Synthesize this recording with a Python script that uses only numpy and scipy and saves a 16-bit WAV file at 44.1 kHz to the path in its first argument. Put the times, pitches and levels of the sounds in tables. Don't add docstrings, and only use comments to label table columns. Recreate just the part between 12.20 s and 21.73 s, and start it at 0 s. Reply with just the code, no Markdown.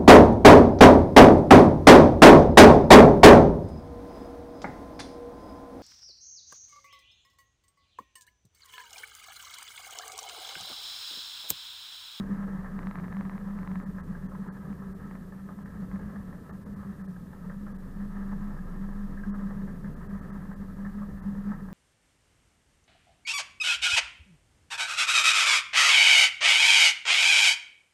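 import sys
import numpy as np
from scipy import signal
from scipy.fft import rfft, irfft, next_fast_len
from scipy.io import wavfile
from scipy.ndimage import uniform_filter1d

SR = 44100
rng = np.random.default_rng(int(sys.argv[2]) if len(sys.argv) > 2 else 0)


def materialize(psi):
    bounded = np.clip(np.atleast_2d(psi).T, -1, 1)
    quanta = np.round(bounded * 32767).astype(np.int16)
    wavfile.write(sys.argv[1], SR, quanta)


def amplitude_ratio(level_db):
    exponent = np.asarray(level_db, float) / 20
    return 10 ** exponent


N = 420273
TIME = np.arange(N) / SR

# [start t/s, length/s, level/dB, f/Hz]
TRACK_JOLTS = [(0.065, 0.015, -38, 194.8), (0.111, 0.037, -29, 196), (0.193, 0.034, -34, 193),
               (0.24, 0.028, -31, 190.7), (0.287, 0.086, -38, 191.2), (0.396, 0.019, -33, 191),
               (0.435, 0.033, -37, 187.2), (0.541, 0.023, -31, 193.2), (0.632, 0.022, -34.5, 179),
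               (0.675, 0.012, -29, 193.1), (0.714, 0.02, -48, 197.2), (0.773, 0.015, -41, 186.3),
               (0.833, 0.042, -32, 184.6), (0.952, 0.05, -28, 194.7), (1.062, 0.015, -30.5, 190.5),
               (1.128, 0.014, -36, 188.3), (1.149, 0.0089, -31, 190), (1.214, 0.022, -34, 195.6),
               (1.27, 0.053, -33, 192), (1.35, 0.022, -34, 205.4), (1.399, 0.021, -36, 185),
               (1.464, 0.019, -44, 180.5), (1.493, 0.039, -30, 183), (1.572, 0.025, -30, 189.6),
               (1.676, 0.021, -33, 191.3), (1.761, 0.011, -32, 186.5), (1.814, 0.018, -34.5, 185),
               (1.892, 0.02, -32, 188.5), (2.039, 0.023, -33, 183.9), (2.108, 0.013, -39, 190),
               (2.145, 0.025, -35, 194), (2.204, 0.016, -31, 194.5), (2.251, 0.02, -36.0, 184),
               (2.394, 0.019, -35.5, 193.3), (2.509, 0.013, -30.5, 194.9), (2.589, 0.017, -36, 190.3),
               (2.606, 0.019, -37.5, 192.9), (2.673, 0.018, -35, 190.2), (2.841, 0.025, -36, 196),
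               (2.886, 0.022, -39, 188.6), (3.131, 0.027, -44.5, 186), (3.217, 0.057, -41.5, 194),
               (3.315, 0.025, -38, 188.2), (3.376, 0.03, -38, 200.3), (3.459, 0.019, -37.5, 191.9),
               (3.577, 0.026, -34.5, 199.4), (3.641, 0.021, -49, 178.8), (3.746, 0.024, -30, 193.4),
               (3.838, 0.025, -37, 199.8), (3.961, 0.04, -36, 197.9),
               (4.345, 0.012, -34, 190), (4.509, 0.02, -36, 199), (4.573, 0.029, -35, 194),
               (4.677, 0.037, -34, 200), (4.795, 0.035, -34, 192.3), (4.866, 0.016, -38, 191),
               (4.9, 0.01, -35.5, 182.2), (5.262, 0.015, -33.5, 189.3), (5.375, 0.04, -40, 197.8),
               (5.539, 0.02, -41, 188.8), (5.645, 0.012, -44, 186.1), (5.804, 0.061, -34, 200.9),
               (5.917, 0.025, -44, 198.8), (6.003, 0.053, -34, 192.9), (6.105, 0.034, -34.5, 196),
               (6.215, 0.034, -33.5, 200.5), (6.329, 0.028, -41, 193.9), (6.413, 0.014, -31.5, 184),
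               (6.494, 0.019, -40, 187.5), (6.609, 0.039, -33, 192.1), (6.672, 0.033, -35, 197),
               (6.762, 0.0084, -35.5, 195.7), (6.792, 0.029, -35, 200), (6.846, 0.0092, -30.5, 193.4),
               (6.918, 0.029, -43, 195.4), (6.989, 0.033, -35, 197.4), (7.082, 0.045, -28.5, 196),
               (7.164, 0.027, -33.5, 199.1), (7.231, 0.032, -29.5, 196), (7.368, 0.028, -32.5, 197),
               (7.438, 0.012, -30.5, 191.5), (7.664, 0.024, -32.5, 198.6), (7.894, 0.04, -32, 197.8),
               (7.934, 0.022, -32.5, 193.8), (8.077, 0.034, -41, 195.4), (8.115, 0.02, -40, 198.8),
               (8.147, 0.023, -37, 198.3), (8.211, 0.025, -37.5, 184.8), (8.29, 0.033, -38, 196),
               (8.381, 0.043, -35, 194.4), (8.47, 0.026, -38.5, 189.5), (8.594, 0.097, -33, 197.5),
               (8.811, 0.03, -31, 200.8), (8.985, 0.037, -45, 189.3), (9.023, 0.016, -52, 190.4),
               (9.072, 0.047, -29, 200.5), (9.182, 0.037, -31, 195.5), (9.278, 0.035, -29, 197),
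               (9.425, 0.023, -33.5, 196), (9.457, 0.0098, -50, 185),
               (0.0, 0.0053, -27, 193.3), (.33, .03, -37, 192), (2.169, .03, -43, 179.6),
          (4.15, .03, -45, 185.3), (5.428, 0.036, -38, 200), (5.489, 0.028, -38, 197.5),
          (6.268, 0.017, -35, 201), (4.052, 0.052, -39, 180), (5.191, 0.039, -42, 191.1),
          (5.96, .04, -40, 196), (6.15, 0.048, -38.5, 196.7), (7.14, .02, -39, 198.4),
          (7.29, 0.049, -41, 197.2), (7.63, 0.031, -35.5, 197.7), (8.755, 0.055, -34.5, 199.2),
          (9.245, .03, -31, 198.2), (9.331, 0.03, -38, 197)]
JOLTS = TRACK_JOLTS
# [t/s, level/dB]
DRIVE = [(0.0, -38), (0.93, -51), (1.14, -52.5), (3.18, -42), (3.4, -45), (4.38, -46), (4.78, -50),
         (5.04, -46.5), (6.13, -38.5), (6.4, -47), (6.82, -42), (7.03, -49), (7.25, -37), (7.67, -50.5),
         (8.65, -41.5), (9.24, -42.5), (9.42, -49), (9.53, -46)]
# [centre t/s, half width/s, depth/dB]
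LULLS = [(.48, 0.024, -10.5), (.9, 0.037, -23), (1.43, 0.044, 1), (1.64, 0.022, -11), (1.83, 0.026, -6),
         (1.99, 0.024, -18), (2.31, 0.027, -8), (2.57, 0.022, -21), (2.88, 0.013, -10), (3.02, .015, -8),
         (3.11, .015, -13), (3.35, 0.016, -20), (3.53, .012, -16), (3.69, 0.037, 1), (3.79, 0.014, -18),
         (4.19, 0.099, -21), (4.43, 0.063, -4), (4.76, 0.024, -23), (5.1, 0.098, -4), (5.24, .015, -27),
         (5.72, .02, -12), (5.93, 0.053, -3), (6.31, 0.0098, 5), (6.45, .012, -7), (6.88, 0.0089, -11),
         (6.372, 0.033, -5), (7.05, 0.014, -21), (7.55, 0.053, 2.5), (7.79, 0.068, -16), (8.26, 0.015, -1),
         (8.57, 0.017, -4), (8.725, 0.017, -5), (8.97, 0.036, 1), (9.157, 0.046, 0), (9.235, 0.018, -8),
         (9.38, 0.018, -10)]
# [t/s, level/dB]
SHAFT = [(0.0, -53), (0.13, -47), (0.64, -43), (0.82, -52), (1.38, -45), (1.51, -51), (1.99, -46),
         (2.47, -63), (2.55, -55), (3.05, -49), (3.21, -59), (5.1, -56), (5.31, -46), (6.18, -37),
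         (6.82, -37), (7.88, -44), (9.45, -45), (9.53, -49)]
# [t/s, level/dB]
EFFORT = [(0.0, -50), (.75, -51.5), (1.55, -52.5), (1.85, -55), (2.2, -54.5), (2.9, -54.5), (3.2, -57.5),
          (3.8, -54.5), (5.1, -57), (5.8, -56), (6.3, -53.5), (6.75, -55.5), (7.1, -53), (7.6, -54.5),
          (8.0, -53), (8.5, -56), (9.25, -54), (9.53, -55)]
MEAN_EFFORT_DB = -55
# [f/Hz, width/Hz, level/dB]
CASING = [
    (568, 76, -3.5),
    (764, 29, -0.5),
    (854, 70, -2.5),
    (1024, 107, 0.5),
    (1159, 102, 0.5),
    (1296, 76, 2),
    (1620, 108, -1),
    (1790, 123, -1.5),
    (1995, 166, -8.5),
    (2620, 8100, -21.5),
]
# [t/s, extra level/dB, extra level of upper modes/dB]
ODD_KNOCKS = [(.109, -8, 0), (3.122, 0.5, -1), (.611, -7, -9), (.946, -11, 13), (1.448, -3, -4),
              (1.95, 0, 5), (2.117, 3.5, -7), (2.285, 3, -1), (2.452, -0.5, -3), (2.787, -25, 1),
              (3.289, 7.5, -5), (3.959, -1, 6), (4.127, 0, 5), (4.294, 6, -1), (3.792, 2, 3),
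              (4.796, -0.5, 4), (5.131, 3.5, -1), (5.299, 7, 1.5), (5.466, 5, 1.5), (5.633, -12, 9),
              (5.968, -2, 7.5), (6.136, -3, -1), (6.973, -9, 17.5), (7.308, -0.5, -2), (7.475, 2, 7),
              (7.643, -2, 11), (7.81, -3, 2), (7.977, -7, 6), (8.145, 1, 2), (8.647, 5, 7.5),
              (8.814, 4.5, -2), (8.982, -19, 14), (9.317, 8.5, -0.5)]
# [t/s, peak level/dB]
CLACKS = [(2.147, -30), (2.023, -48), (2.261, -34), (2.593, -53), (3.333, -53), (3.385, -35.5),
          (3.713, -50), (3.759, -35), (3.843, -55), (4.05, -56), (4.126, -53), (4.261, -43), (4.84, -37),
          (4.875, -38), (6.116, -33), (6.126, -30), (6.221, -44), (6.232, -46), (6.364, -36), (6.558, -41),
          (6.685, -37), (6.727, -42), (7.035, -38), (7.305, -33), (8.25, -34), (7.994, -46), (8.047, -34),
          (8.831, -44), (9.398, -53)]
# [t/s, peak level/dB, brightness/dB]
TICKS = [(0.5901, -31, -27), (0.6305, -36.5, -25), (0.6699, -31, -25), (0.7108, -32, -26),
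         (0.7552, -31, -30), (0.7856, -35, -28), (0.7981, -35, -28), (0.842, -35, -29), (0.8809, -37, -32),
         (0.9253, -34, -28), (0.9677, -33, -28), (1.0091, -32, -31), (1.0515, -37, -30),
         (1.0954, -32.5, -28), (1.1344, -41, -30), (1.1787, -34.5, -28), (1.3877, -35, -33),
         (1.4306, -37, -32), (1.4745, -32, -26), (1.515, -35.5, -28), (1.5559, -32, -29),
         (1.5998, -37, -32), (2.528, -40, -45), (2.9108, -37.5, -35), (2.9527, -38, -37), (3.714, -40, -40),
         (3.758, -40, -42)]
# [f/Hz, width/Hz, level/dB, sign]; negative ones ring with the bright edge
TICK_MODES = [
    (750, 300, -9, 1),
    (1060, 330, 0, 1),
    (1800, 650, -6, 1),
    (2800, 800, 1, -1),
    (3850, 450, 3, -1),
]
# [t/s, peak level/dB, f/Hz]
PINGS = [(1.949, -37, 1620), (2.604, -53, 1790), (3.1208, -45, 1758), (3.9579, -45, 1680),
         (4.9621, -46, 1634), (5.9663, -39, 1770), (6.2269, -43, 1596), (6.3018, -53, 1670),
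         (6.3876, -41, 1648), (7.0354, -32, 1615), (7.642, -50, 1773), (8.3124, -42, 1718),
         (8.9816, -43, 1750), (9.1506, -49, 1813), (9.2629, -44, 1600),
         (2.148, -40, 1038), (2.616, -42, 1042), (3.122, -45, 880), (3.456, -51, 1350),
             (4.631, -46, 1240), (6.221, -38, 1113), (6.303, -42, 878), (6.364, -42, 1229),
             (8.048, -45, 1249), (8.831, -39, 1100), (9.15, -50, 1130),
         (3.287, -40, 1700), (3.287, -45, 1314), (4.127, -50, 1653), (4.127, -47, 1103),
               (4.293, -49, 1774), (4.296, -51, 1305), (5.13, -46, 1321), (5.297, -36, 1790),
               (5.31, -45, 1303), (5.465, -40, 1313), (6.972, -45, 1780), (7.306, -44, 1242),
               (7.475, -44, 1310), (8.648, -46, 1771), (9.316, -42, 1247)]
# [f/Hz, density/dB per Hz]
RUMBLE = [(8, -14), (38, -8.5), (74, -2.5), (103, -10.5), (125, -8.5), (134, -7), (150, -5), (172, 1.5),
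          (200, -5), (235, -9.5), (285, -12), (340, -22), (385, -16), (450, -18), (720, -29.5)]
# [f/Hz, width/Hz, level/dB]
FRAME = [
    (75.5, 6, -15),
    (147, 8, -20),
    (288, 14, -21),
    (500, 40, -23),
]
# [t/s, level/dB]
TRACK = [(0.0, -43), (0.18, -50.5), (1.11, -50), (1.8, -48.5), (1.88, -48), (1.94, -47), (2.63, -51),
         (2.79, -49), (2.84, -50), (3.29, -52.5), (3.87, -44.5), (3.93, -50), (4.19, -51), (4.27, -52),
         (4.59, -47), (5.04, -52), (5.15, -49.5), (9.53, -49)]
# [centre t/s, half width/s, level/dB, f/Hz]
JOINTS = [(1.879, 0.06, -44.5, 75.7), (1.9, .05, -50, 47.97), (2.52, 0.024, -47, 70), (3.73, .05, -44, 45),
          (4.2, 0.13, -57, 60.04), (5.15, .08, -46.5, 75.2), (5.38, 0.073, -48.5, 76.34),
          (5.62, 0.1, -47.5, 75.83), (7.098, 0.065, -46, 66), (7.7, 0.045, -42.5, 62.05),
          (7.93, 0.029, -45, 67.01), (8.94, .03, -42, 60)]
# [f/Hz, width/Hz]
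GEARS = [
    (377, 4),
    (397, 3),
]
# [f/Hz, density/dB per Hz]
HISS = [
    (1350, 1),
    (2300, -7),
    (3370, -7.5),
    (5710, -9),
    (14100, -7.5),
    (14900, -9),
    (15500, -13),
]
# [centre t/s, length/s, depth/dB]
DROPOUTS = [(1.652, 0.021, -8), (1.823, 0.024, -19), (2.08, 0.023, -8), (2.305, 0.04, -16),
            (2.741, 0.019, -8), (3.443, 0.018, -8), (4.318, 0.022, -8), (4.449, 0.019, -9),
            (4.553, 0.018, -8), (4.832, 0.021, -8), (4.874, 0.02, -9), (5.537, 0.023, -7),
            (5.578, 0.017, -9), (7.125, 0.042, -14), (7.754, 0.019, -8), (7.883, 0.02, -6),
            (8.009, 0.017, -7), (8.117, 0.02, -10), (8.352, 0.02, -8), (9.014, 0.021, -9)]


def rms_one(x):
    return x / np.sqrt(np.mean(x ** 2) + 1e-20)


def in_time(rows):
    s, level_db = np.transpose(rows)
    return np.interp(TIME, s, level_db)


def drift(rate):
    r = np.exp(-80 * np.pi * rate / SR)
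    slow = signal.lfilter([1], [1, -2 * r, r * r], rng.standard_normal(N // 40 + 2002))[2000:]
    return np.interp(np.arange(N) / 40, np.arange(len(slow)), rms_one(slow))


def resonate(x, hz, width_hz):
    r = np.exp(-np.pi * width_hz / SR)
    zeros = np.array([1, 0, -1]) * (1 - r * r) / 2
    poles = [1, -2 * r * np.cos(2 * np.pi * hz / SR), r * r]
    return signal.lfilter(zeros, poles, x + 1e-18)


def butter(x, hz, kind, order):
    return signal.sosfilt(signal.butter(order, hz, kind, fs=SR, output="sos"), x)


def coloured(spectrum):
    hz, level_db = np.transpose(spectrum)
    size = next_fast_len(N)
    grid = np.maximum(np.arange(size // 2 + 1) * SR / size, 1)
    shape = amplitude_ratio(np.interp(np.log(grid), np.log(hz), level_db, left=-80, right=-80))
    return rms_one(irfft(rfft(rng.standard_normal(size)) * shape, size)[:N])


def impulses(s, gain):
    out = np.zeros(N)
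    np.add.at(out, np.minimum((np.asarray(s) * SR).astype(int), N - 1), gain)
    return out


def around(s, before, after):
    return slice(max(int((s - before) * SR), 0), int((s + after) * SR))


def boom():
    s, length, _, jolt_hz = np.transpose(sorted(JOLTS))
    hz = np.interp(TIME, s + length / 2, jolt_hz) + 2.5 + drift(3.9) + 1.5 * drift(14)
    ringing = np.sqrt(2) * np.cos(2 * np.pi * np.cumsum(hz) / SR)
    rest = amplitude_ratio(3.5 + in_time(DRIVE) + drift(1.5))
    beat_db = 1.5 * np.exp(-TIME / 3.5) * drift(8.2)
    level = np.sqrt((rest * amplitude_ratio(beat_db)) ** 2 + swells() * amplitude_ratio(2 * 0.1 * beat_db)) * amplitude_ratio(lulls())
    run_in = 8192
    shaken = rng.standard_normal(N + run_in)
    shaken = resonate(resonate(shaken, 196, 76), 196, 76)[run_in:]
    shaken = rms_one(butter(shaken, 204, "low", order=6))
    return amplitude_ratio(-4.5) * (level * ringing * amplitude_ratio(drift(24)) + np.sqrt(level * rest) * amplitude_ratio(-13) * shaken)


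def swells():
    rise_s, fall_s, gain_db = 0.010, 0.011, 2
    power = np.zeros(N)
    for s, length, level_db, _ in JOLTS:
        near = around(s, 0.1, length + 0.15)
        early = np.maximum(s - TIME[near], 0) / rise_s
        late = np.maximum(TIME[near] - s - length, 0) / fall_s
        power[near] += amplitude_ratio(2 * (level_db + gain_db)) * np.exp(-early ** 2 - late ** 2)
    return power


def lulls():
    dip_db = np.zeros(N)
    for s, width, depth_db in LULLS:
        near = around(s, 0.25, 0.25)
        dip_db[near] += depth_db * np.exp(-((TIME[near] - s) / width) ** 2)
    return dip_db


def shaking_db(housing):
    power = uniform_filter1d(housing ** 2, size=2200) / np.mean(housing ** 2)
    return 10 * np.log10(np.maximum(power, 1e-3))


def shaft():
    return amplitude_ratio(in_time(SHAFT) + 3 + 0.6 * drift(1.6)) * np.sin(2 * np.pi * 25 * TIME)


def casing(shake, upper):
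    out = 0
    for k, (hz, width_hz, level_db) in enumerate(CASING):
        drive = upper if k > 5 else shake
        out = out + (-1) ** k * amplitude_ratio(level_db) * resonate(drive, hz, width_hz)
    return butter(butter(out, 2260, "low", order=4), 310, "high", order=2)


def knock_rows():
    first_s, cycle_s = 0.109, 0.16743
    s = np.arange(first_s, N / SR, cycle_s)
    chance = rng.standard_normal((len(s), 2))
    extra = np.zeros((len(s), 2))
    for odd_s, extra_db, extra_upper_db in ODD_KNOCKS:
        k = np.argmin(np.abs(s - odd_s))
        extra[k], chance[k] = (extra_db, extra_upper_db), 0
    swing_db = np.interp(s, *np.transpose(EFFORT)) - MEAN_EFFORT_DB
    level_db = -47 + swing_db - chance[:, 0] + extra[:, 0]
    upper_db = -5.5 - 7.5 * chance[:, 1] + extra[:, 1]
    return s, level_db, upper_db


def knocks():
    t = np.arange(int(0.06 * SR)) / SR
    blow = np.exp(-t / 0.0063) * np.minimum(t / 0.0008, 1)
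    rebound = (t > 0.015) * np.exp(-np.abs(t - 0.015) / 0.021)
    snap = np.exp(-t / 0.003)
    s, level_db, upper_db = knock_rows()
    s = s - 0.003
    s_clack, clack_db = np.transpose(CLACKS)
    stray = signal.fftconvolve(impulses(s_clack, amplitude_ratio(clack_db + 5)), snap)[:N]
    lower = signal.fftconvolve(impulses(s, amplitude_ratio(level_db + 17)), blow + 0.27 * rebound)[:N]
    lower = lower + amplitude_ratio(1.0) * stray
    upper = signal.fftconvolve(impulses(s, amplitude_ratio(level_db + upper_db + 20.5)), blow + 0.35 * rebound)[:N]
    upper = upper + stray
    noise = rng.standard_normal(N)
    thud = amplitude_ratio(-5.5) * resonate(resonate(lower * noise, 503, 480), 503, 480)
    return thud + butter(casing(lower * noise, upper * noise), 2050, "low", order=6)


def clatter(level_db):
    sizes = amplitude_ratio(1.6 * np.minimum(rng.exponential(1, N), 5)) * rng.choice([-1, 1], N)
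    grains = rms_one(sizes * (rng.random(N) < 900 / SR))
    clumps = amplitude_ratio(0.7 * drift(11) + 1.54 * drift(17))
    shake = (rng.standard_normal(N) + 0.74 * grains) * clumps
    return amplitude_ratio(level_db - 1) * rms_one(casing(shake, shake))


def ticks():
    s, level_db, bright_db = np.transpose(TICKS)
    s = s + 0.0007
    bright_db = np.minimum(bright_db, -25)
    blow_db = 1.15 * (level_db + 31) - 3
    tap = butter(impulses(s - 0.0002, -amplitude_ratio(blow_db)), 2050, "low", order=6)
    edge = impulses(s, -amplitude_ratio(blow_db + bright_db - 2))
    ring = np.zeros(N)
    for hz, width_hz, mode_db, sign in TICK_MODES:
        ring += sign * amplitude_ratio(mode_db) * resonate(tap if sign > 0 else edge, hz, width_hz)
    leak = np.exp(-2 * np.pi * 450 / SR)
    return signal.lfilter([-leak, 1], [1, -leak], butter(ring, 4200, "low", order=8))


def pings():
    t, out = np.arange(int(0.05 * SR)) / SR, np.zeros(N)
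    rise_s, fall_s, gain_db = 0.0011, 0.0059, -2.5
    shape = (1 - np.exp(-t / rise_s)) * np.exp(-t / fall_s)
    for s, level_db, hz in PINGS:
        i = int(s * SR)
        out[i:i + len(t)] += amplitude_ratio(level_db + gain_db) * shape * np.sin(2 * np.pi * hz * t)
    return out


def rumble(swing_db):
    frame_db = -53.5 + 0.98 * swing_db + 1.5 * drift(21.4)
    wheels_db = in_time(TRACK) - 0.5 + 0.6 * drift(3)
    noise = coloured(RUMBLE)
    for hz, width_hz, mode_db in FRAME:
        noise = noise + amplitude_ratio(mode_db - 0.5) * rms_one(resonate(rng.standard_normal(N), hz, width_hz))
    low = butter(noise, 145.5, "low", order=4)
    high = butter(noise, 141, "high", order=4)
    lumps = amplitude_ratio(drift(9))
    return lumps * (amplitude_ratio(frame_db + 9) * high + amplitude_ratio(wheels_db + 4.5) * low)


def joints():
    out = np.zeros(N)
    for s, width, level_db, hz in JOINTS:
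        near = around(s, 0.3, 0.3)
        t = TIME[near] - s
        out[near] += amplitude_ratio(level_db) * np.exp(-(t / width) ** 2) * np.sin(2 * np.pi * hz * t)
    return out


def fan():
    from_s, to_s, from_hz, to_hz = 3.6, 4.3, 30, 27.64
    way = np.clip((TIME - from_s) / (to_s - from_s), 0, 1)
    hz = from_hz + (to_hz - from_hz) * way
    return amplitude_ratio(-49) * np.sin(np.pi * way) * np.sin(2 * np.pi * np.cumsum(hz) / SR)


def gears(swing_db):
    level_db = -60.5 + 0.54 * swing_db + 2.5 * drift(0.82)
    level_db = level_db + 6.5 * np.exp(-((TIME - 2.92) / 0.84) ** 2)
    pair = np.zeros(N)
    for hz, width_hz in GEARS:
        narrow = resonate(rng.standard_normal(N), hz, width_hz)
        pair += rms_one(resonate(narrow, hz, 2 * width_hz))
    return amplitude_ratio(level_db - 9) * pair


def buzz(shaken_db):
    noise = butter(butter(rng.standard_normal(N), 2270, "high", order=4), 6000, "low", order=2)
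    return amplitude_ratio(-77.5 + 0.78 * shaken_db) * rms_one(noise)


def hiss():
    return amplitude_ratio(-69.5) * coloured(HISS) + amplitude_ratio(-93.5) * np.sin(2 * np.pi * 9525.5 * TIME)


def scene():
    effort_db = in_time(EFFORT)
    swing_db = effort_db - MEAN_EFFORT_DB
    housing = boom() + shaft() + rumble(swing_db) + gears(swing_db) + joints() + fan()
    shaken_db = shaking_db(housing)
    clatter_db = effort_db + 0.8 * drift(8) + 0.38 * (shaken_db - shaken_db.mean())
    return (housing + clatter(clatter_db) + knocks() + ticks() + pings() + buzz(shaken_db))[None]


def treble_gaps(sound):
    treble = signal.sosfiltfilt(signal.butter(8, 2120, "high", fs=SR, output="sos"), sound)
    lost, spared = np.zeros(N), np.zeros(N)
    for s, length, depth_db in DROPOUTS:
        lines_hz = rng.uniform(2300, 15000, 4)
        near = around(s, 0.03, 0.03)
        t = TIME[near] - s
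        hollow = np.exp(-(np.abs(t) / (0.5 * length - 0.0015)) ** (100 * length))
        lost[near] = np.maximum(lost[near], (1 - amplitude_ratio(3 * depth_db)) * hollow)
        swell = np.cos(np.pi * t / 0.06) ** 2
        lines = np.sin(2 * np.pi * lines_hz[:, None] * TIME[near]).sum(axis=0)
        spared[near] += amplitude_ratio(-82.5) * swell * lines
    return sound - lost * treble + spared


def low_pass(x):
    return signal.sosfilt(signal.butter(12, 15710, fs=SR, output="sos"), x)


def record(dry):
    mix = treble_gaps(dry + hiss())
    return low_pass(mix)


dry = scene()
out = record(dry)
materialize(out)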